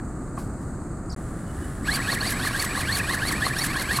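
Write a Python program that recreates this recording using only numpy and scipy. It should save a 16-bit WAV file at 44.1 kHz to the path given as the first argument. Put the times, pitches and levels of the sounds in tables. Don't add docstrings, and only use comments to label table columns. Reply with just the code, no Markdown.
import sys
import numpy as np
from scipy import signal
from scipy.fft import rfft, irfft
from scipy.io import wavfile
from scipy.ndimage import uniform_filter1d

SR = 44100
rng = np.random.default_rng(int(sys.argv[2]) if len(sys.argv) > 2 else 0)


def file_out(sig):
    cols = np.atleast_2d(sig).T
    lim = np.clip(cols, -1, 1)
    pcm = np.round(lim * 32767).astype(np.int16)
    wavfile.write(sys.argv[1], SR, pcm)


N = 176400
T = np.arange(N) / SR
BIN_HZ = np.arange(N // 2 + 1) * SR / N
MOTOR_ON_S, MEAN_MESH_HZ = 1.828, 1600
DROPOUT_S = (1.148, 1.163)

# (start [s], start mesh [Hz], peak [s], peak mesh [Hz], rise exponent, rebound [Hz])
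STROKES = [ (1.832, 650, 1.948, 2350, .76, 0), (2.003, 900, 2.122, 2220, 1.25, 160),
           (2.173, 920, 2.281, 2350, 1.0, 0), (2.332, 1060, 2.455, 2160, 1.85, 0),
           (2.503, 1080, 2.606, 2290, 1.05, 0), (2.668, 940, 2.788, 2140, 1.4, 110),
           (2.840, 1000, 2.946, 2300, .98, 0), (3.005, 850, 3.126, 2200, 1.25, 120),
           (3.178, 880, 3.286, 2290, .85, 0), (3.337, 880, 3.464, 2170, 1.22, 140),
           (3.514, 870, 3.622, 2290, .98, 0), (3.675, 1020, 3.798, 2160, 1.7, 40),
           (3.845, 1030, 3.956, 2300, 1.0, 0), ]
MESH_MULTIPLES = [.5, 1, 1.5, 2, 3, 4, 5]
PARTIAL_DB = [-6, 0, -9, 1.5, -11, -10, -15]
SQUEALS = [(1, 8, [1.888, 2.095, 2.896, 3.101, 3.224, 3.439, 3.914]),
           (2, 14.5, [1.921, 1.949, 2.122, 2.276, 2.6, 2.928, 2.953, 3.287, 3.462, 3.62, 3.965]),
           (3, 29, [2.213, 3, 3.591])]
BODY_MODES = [(1114, 2, 0.031)]
# (start [s], length [s], from [Hz], to [Hz], glide exponent, level [dB])
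BIRD_NOTES = [(1.095, 0.044, 5080, 3840, 2.3, -43.5), (1.12, 0.029, 6970, 4180, 0.84, -45)]
TOY_PAN = [(1500, 0), (8100, -1), (15000, -9)]
TOY_SCATTER = [(600, -18), (1200, -26), (4400, -16.5), (8000, -25.5), (13000, 3)]

# (time [s], relative level [dB])
FILM_SNAPS = [(1.948, -37), (1.962, -30), (2.148, -30.5), (2.308, -28), (2.326, -30), (2.464, -32),
              (2.478, -30), (2.6, -32.5), (2.625, -28), (2.651, -29), (2.814, -31.5), (2.956, -32),
              (2.974, -29.5), (2.989, -29), (3.149, -30), (3.288, -31), (3.324, -28.5), (3.485, -33),
              (3.591, -31), (3.649, -25.5), (3.666, -29), (3.824, -30.5), (3.973, -26.5)]
LINKAGE_KNOCKS = [(2.125, -23.5), (2.452, -23.5), (2.641, -23.5), (2.774, -25), (3.103, -25.5),
                  (3.311, -24), (3.465, -21), (3.987, -20.5)]
RUSTLE_ENVELOPE = [(1.16, -53), (1.45, -52), (1.65, -45.5), (1.8, -50), (1.95, -40.5)]
CREASE_TICKS = [(1.648, -50)]
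GEAR_CREAKS = [(1.5, -57), (1.642, -54)]
SCUFFS = [(.388, -42), (.618, -54.5)]

# (frequency [Hz], relative level [dB])
BODY_RESPONSE = [(800, -20), (1350, -12), (1670, 2), (2100, -7), (3000, -13), (4400, -10), (7000, -20),
                 (9400, -10), (12000, -20)]
CLATTER_SPECTRUM = [(300, -2.5), (520, -1.5), (740, 7), (920, 1), (1120, 8.5), (1350, -1.5), (1680, 4.5),
                    (2100, -8.5), (2700, 2.5), (3400, -3), (4400, 4.5), (5300, -5.5), (7400, -8.5),
                    (9400, -6.5), (11500, -5), (14500, -29)]
SNAP_SPECTRUM = [(400, -35), (1100, -3.5), (6500, -4.5), (9500, 0.5), (12500, -5), (15500, -19)]
CRINKLE_SPECTRUM = [(6000, -17), (9600, 0.5), (14500, -22.5)]
AIR_SPECTRUM = [(40, -20), (95, 1), (290, -11.5), (600, -18.5)]
KNOCK_SPECTRUM = [(150, -15.5), (720, -4.5), (900, -8), (1100, 5), (1350, -7), (6000, -50)]
RUSTLE_SPECTRUM = [(1700, 13), (2400, -5), (6500, -9), (9800, 2), (12000, -11)]
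SCUFF_SPECTRUM = [(1000, 15), (2200, -2), (3300, -9), (4600, -0.5), (6000, -4), (10000, 1), (15000, -13)]
RUMBLE_SPECTRUM = [(20, -4), (36, -1), (130, -2.5), (310, -7), (450, -18), (740, -20), (1000, -25),
                   (1200, -20), (1800, -31), (2200, -41), (3300, -62.5)]
INSECT_SPECTRUM = [(2500, -21), (3400, -25), (4400, -13.5), (5500, -22), (6150, -18), (6600, -6),
                   (7300, -6.5), (7900, 0.5), (8700, -6.5), (9600, -12), (11500, -23)]


def mesh_rate_hz(last_turn_s=4.012, last_hz=1000, rebound_delay_s=.044, rebound_s=.016, inertia_s=.007):
    hz = np.full(N, float(STROKES[0][1]))
    turns = [row[:2] for row in STROKES[1:]] + [(last_turn_s, last_hz)]
    for (start_s, low_hz, peak_s, peak_hz, bend, rebound_hz), (end_s, end_hz) in zip(STROKES, turns):
        rise = np.clip((T - start_s) / (peak_s - start_s), 0, 1) ** bend
        fall = np.cos(np.pi / 2 * np.clip((T - peak_s) / (end_s - peak_s), 0, 1)) ** 2.7
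        rising_hz = low_hz + (peak_hz - low_hz) * rise
        falling_hz = end_hz + (peak_hz - end_hz) * fall
        u = np.clip((T - start_s - rebound_delay_s) / rebound_s, -10, 10)
        stroke_hz = np.where(T < peak_s, rising_hz, falling_hz) - rebound_hz * u * np.exp((1 - u * u) / 2)
        hz = np.where(T >= start_s, stroke_hz, hz)
    return uniform_filter1d(hz, int(inertia_s * SR))


def gears(mesh_hz, running, roughness=.5, rough_hz=170, squeal_s=.014, frame_t60_s=.03):
    phase = 2 * np.pi * np.cumsum(mesh_hz * (1 + .02 * drift(200) + .012 * drift(30))) / SR
    speed = mesh_hz / MEAN_MESH_HZ
    force = 0
    for multiple, db in zip(MESH_MULTIPLES, PARTIAL_DB):
        partial = np.sin(multiple * phase)
        rasp = (1 + roughness * drift(rough_hz)) * partial
        rasp += roughness * drift(rough_hz) * np.cos(multiple * phase)
        squeal = sum((from_db(lift_db) - 1) * np.exp(-2 * multiple * ((T - s) / squeal_s) ** 2)
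                     for k, lift_db, times_s in SQUEALS if k == multiple for s in times_s)
        flutter = from_db(2.2 * drift(45))
        force += from_db(db) * (flutter * rasp + squeal * partial)
    tone = coloured(force * running * speed ** .18, BODY_RESPONSE) * np.sqrt(running.mean())
    tone += from_db(-9) * ringing(tone, frame_t60_s)
    clatter = grains(7000 * (1 + .6 * np.cos(phase)), spread_db=0) * speed * from_db(2 * drift(78))
    clatter += from_db(-11) * ringing(clatter, frame_t60_s)
    return from_db(-31) * tone + from_db(-38) * running * coloured(clatter, CLATTER_SPECTRUM)


def wings(mesh_hz, running):
    air = running * noise(AIR_SPECTRUM)
    snaps = coloured(grains(5000, spread_db=-1.5), SNAP_SPECTRUM)
    snaps *= bursts(FILM_SNAPS, rise_s=.0094, fall_s=.0067)
    crinkle = coloured(grains(2500, spread_db=4.5), CRINKLE_SPECTRUM)
    crinkle *= running * (mesh_hz / MEAN_MESH_HZ) ** 2.44
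    return from_db(-38) * air + from_db(1.5) * snaps + from_db(-44.5) * crinkle


def linkage(running, contact_s=.002):
    rings = 0
    for time_s, db in LINKAGE_KNOCKS:
        age_s = np.clip(T - time_s, 0, .5)
        ring = sum(from_db(mode_db + rng.normal() - 60 * age_s / t60_s) * np.sin(2 * np.pi * hz * age_s)
                   for hz, mode_db, t60_s in BODY_MODES)
        rings += from_db(db) * ring * (1 - np.exp(-age_s / contact_s))
    rattle = coloured(grains(900, spread_db=4), KNOCK_SPECTRUM)
    rattle *= bursts(LINKAGE_KNOCKS, rise_s=.00042, fall_s=.0088)
    clacks = running * coloured(grains(170, spread_db=4), KNOCK_SPECTRUM)
    return from_db(5) * rings + from_db(-5) * rattle + from_db(-41) * clacks


def controller(mesh_hz, switching_hz=7772, sag=.0072, attack_s=.0053, full_brake_hz_per_s=22000):
    hz = switching_hz * (1 - sag * (mesh_hz / MEAN_MESH_HZ - 1))
    on = np.clip((T - MOTOR_ON_S) / attack_s, 0, 1)
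    braking = np.clip(-np.gradient(mesh_hz) * SR / full_brake_hz_per_s, 0, 1)
    return on * from_db(-46.5 - 6 * braking + 3 * drift(5.5)) * sine(hz)


def handling(creak_hz=2970):
    creaks = bursts(GEAR_CREAKS, rise_s=.016, fall_s=.016) * sine(creak_hz * (1 + .014 * drift(310)))
    envelope = from_db(np.interp(T, *np.transpose(RUSTLE_ENVELOPE))) * (T > DROPOUT_S[1])
    rustle = envelope * coloured(grains(6000, spread_db=3), RUSTLE_SPECTRUM)
    tick = bursts(CREASE_TICKS, rise_s=.00435, fall_s=.0087) * noise(CRINKLE_SPECTRUM)
    return rustle + tick + creaks


def wing_scatter(toy):
    spectrum = rfft(toy)
    side = ringing(irfft(spectrum * from_db(at_hz(TOY_SCATTER, BIN_HZ)), N), t60_s=.031)
    pan_db = at_hz(TOY_PAN, BIN_HZ) / 2
    direct = irfft(spectrum * from_db([pan_db, -pan_db]), N)
    return stereo(direct, side, width=.57)


def scuffs():
    friction = coloured(grains(7000, spread_db=3), SCUFF_SPECTRUM)
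    bump = noise(KNOCK_SPECTRUM) * bursts([(.379, -30.5)], rise_s=.0032, fall_s=.01)
    return friction * bursts(SCUFFS, rise_s=.0094, fall_s=.049) + bump


def bird(jitter=.049, octave_db=-17):
    chip = 0
    for start_s, length_s, from_hz, to_hz, bend, db in BIRD_NOTES:
        progress = np.clip((T - start_s) / length_s, 0, 1)
        hz = from_hz + (to_hz - from_hz) * progress ** bend
        phase = 2 * np.pi * np.cumsum(hz * (1 + jitter * drift(526))) / SR
        envelope = np.minimum(progress * 10, 1) * np.sqrt(2 * (1 - progress))
        tone = np.sin(phase) + from_db(octave_db) * np.sin(2 * phase)
        chip += from_db(db + 2 * drift(150)) * envelope * tone
    return chip


def insects():
    chorus = stereo(noise(INSECT_SPECTRUM), noise(INSECT_SPECTRUM), width=.58)
    return chorus * from_db(-54 + .73 * drift(40)) * from_db([[.25], [-.25]])


def rumble():
    return from_db(-31.5) * stereo(noise(RUMBLE_SPECTRUM), noise(RUMBLE_SPECTRUM), width=.076)


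def from_db(db):
    return 10 ** (np.asarray(db) / 20)


def unit_rms(x):
    return x / np.sqrt(np.mean(x ** 2) + 1e-20)


def sine(hz):
    return np.sqrt(2) * np.sin(2 * np.pi * np.cumsum(hz) / SR)


def at_hz(table, hz):
    table_hz, values = np.transpose(table)
    return np.interp(np.log(np.maximum(hz, 1)), np.log(table_hz), values)


def coloured(x, spectrum):
    hz = np.maximum(BIN_HZ, 1)
    beyond_octaves = np.abs(np.log2(hz / np.clip(hz, spectrum[0][0], spectrum[-1][0])))
    gain_db = at_hz(spectrum, hz) - 20 * np.minimum(beyond_octaves, 4)
    cepstrum = irfft(np.log(from_db(gain_db)), N)
    cepstrum[1:N // 2] *= 2
    cepstrum[N // 2 + 1:] = 0
    return unit_rms(irfft(rfft(x) * np.exp(rfft(cepstrum)), N))


def noise(spectrum):
    return coloured(rng.standard_normal(N), spectrum)


def drift(rate_hz):
    return unit_rms(irfft(rfft(rng.standard_normal(N)) / (1 + (BIN_HZ / rate_hz) ** 2), N))


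def grains(per_s, spread_db):
    sizes = from_db(spread_db * np.minimum(rng.exponential(1, N), 4))
    return sizes * rng.choice([-1, 1], N) * (rng.random(N) < per_s / SR)


def bursts(events, rise_s, fall_s):
    envelopes = (from_db(db) * np.exp(-np.maximum((s - T) / rise_s, (T - s) / fall_s))
                 for s, db in events)
    return np.sqrt(sum(envelope ** 2 for envelope in envelopes))


def ringing(x, t60_s):
    age_s = T[:SR // 8]
    tail = rng.standard_normal(len(age_s)) * from_db(-60 * age_s / t60_s)
    return signal.fftconvolve(x, tail / np.sqrt(np.sum(tail ** 2)))[:N]


def stereo(mid, side, width):
    return mid + width * side * np.array([[1], [-1]])


def scene(spin_up_s=.037):
    mesh_hz = mesh_rate_hz()
    running = np.clip((T - MOTOR_ON_S) / spin_up_s, 0, 1) ** 2
    toy = gears(mesh_hz, running) + wings(mesh_hz, running) + linkage(running)
    toy += controller(mesh_hz) + handling()
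    return wing_scatter(toy) + rumble() + insects() + scuffs() + bird()


def record(dry, cutoff_hz=15900):
    gate = uniform_filter1d(1.0 * ((T < DROPOUT_S[0]) | (T > DROPOUT_S[1])), size=20)
    lowpass = signal.ellip(12, .1, 80, cutoff_hz, fs=SR, output="sos")
    return signal.sosfilt(lowpass, dry * gate)


dry = scene()
out = record(dry)
file_out(out)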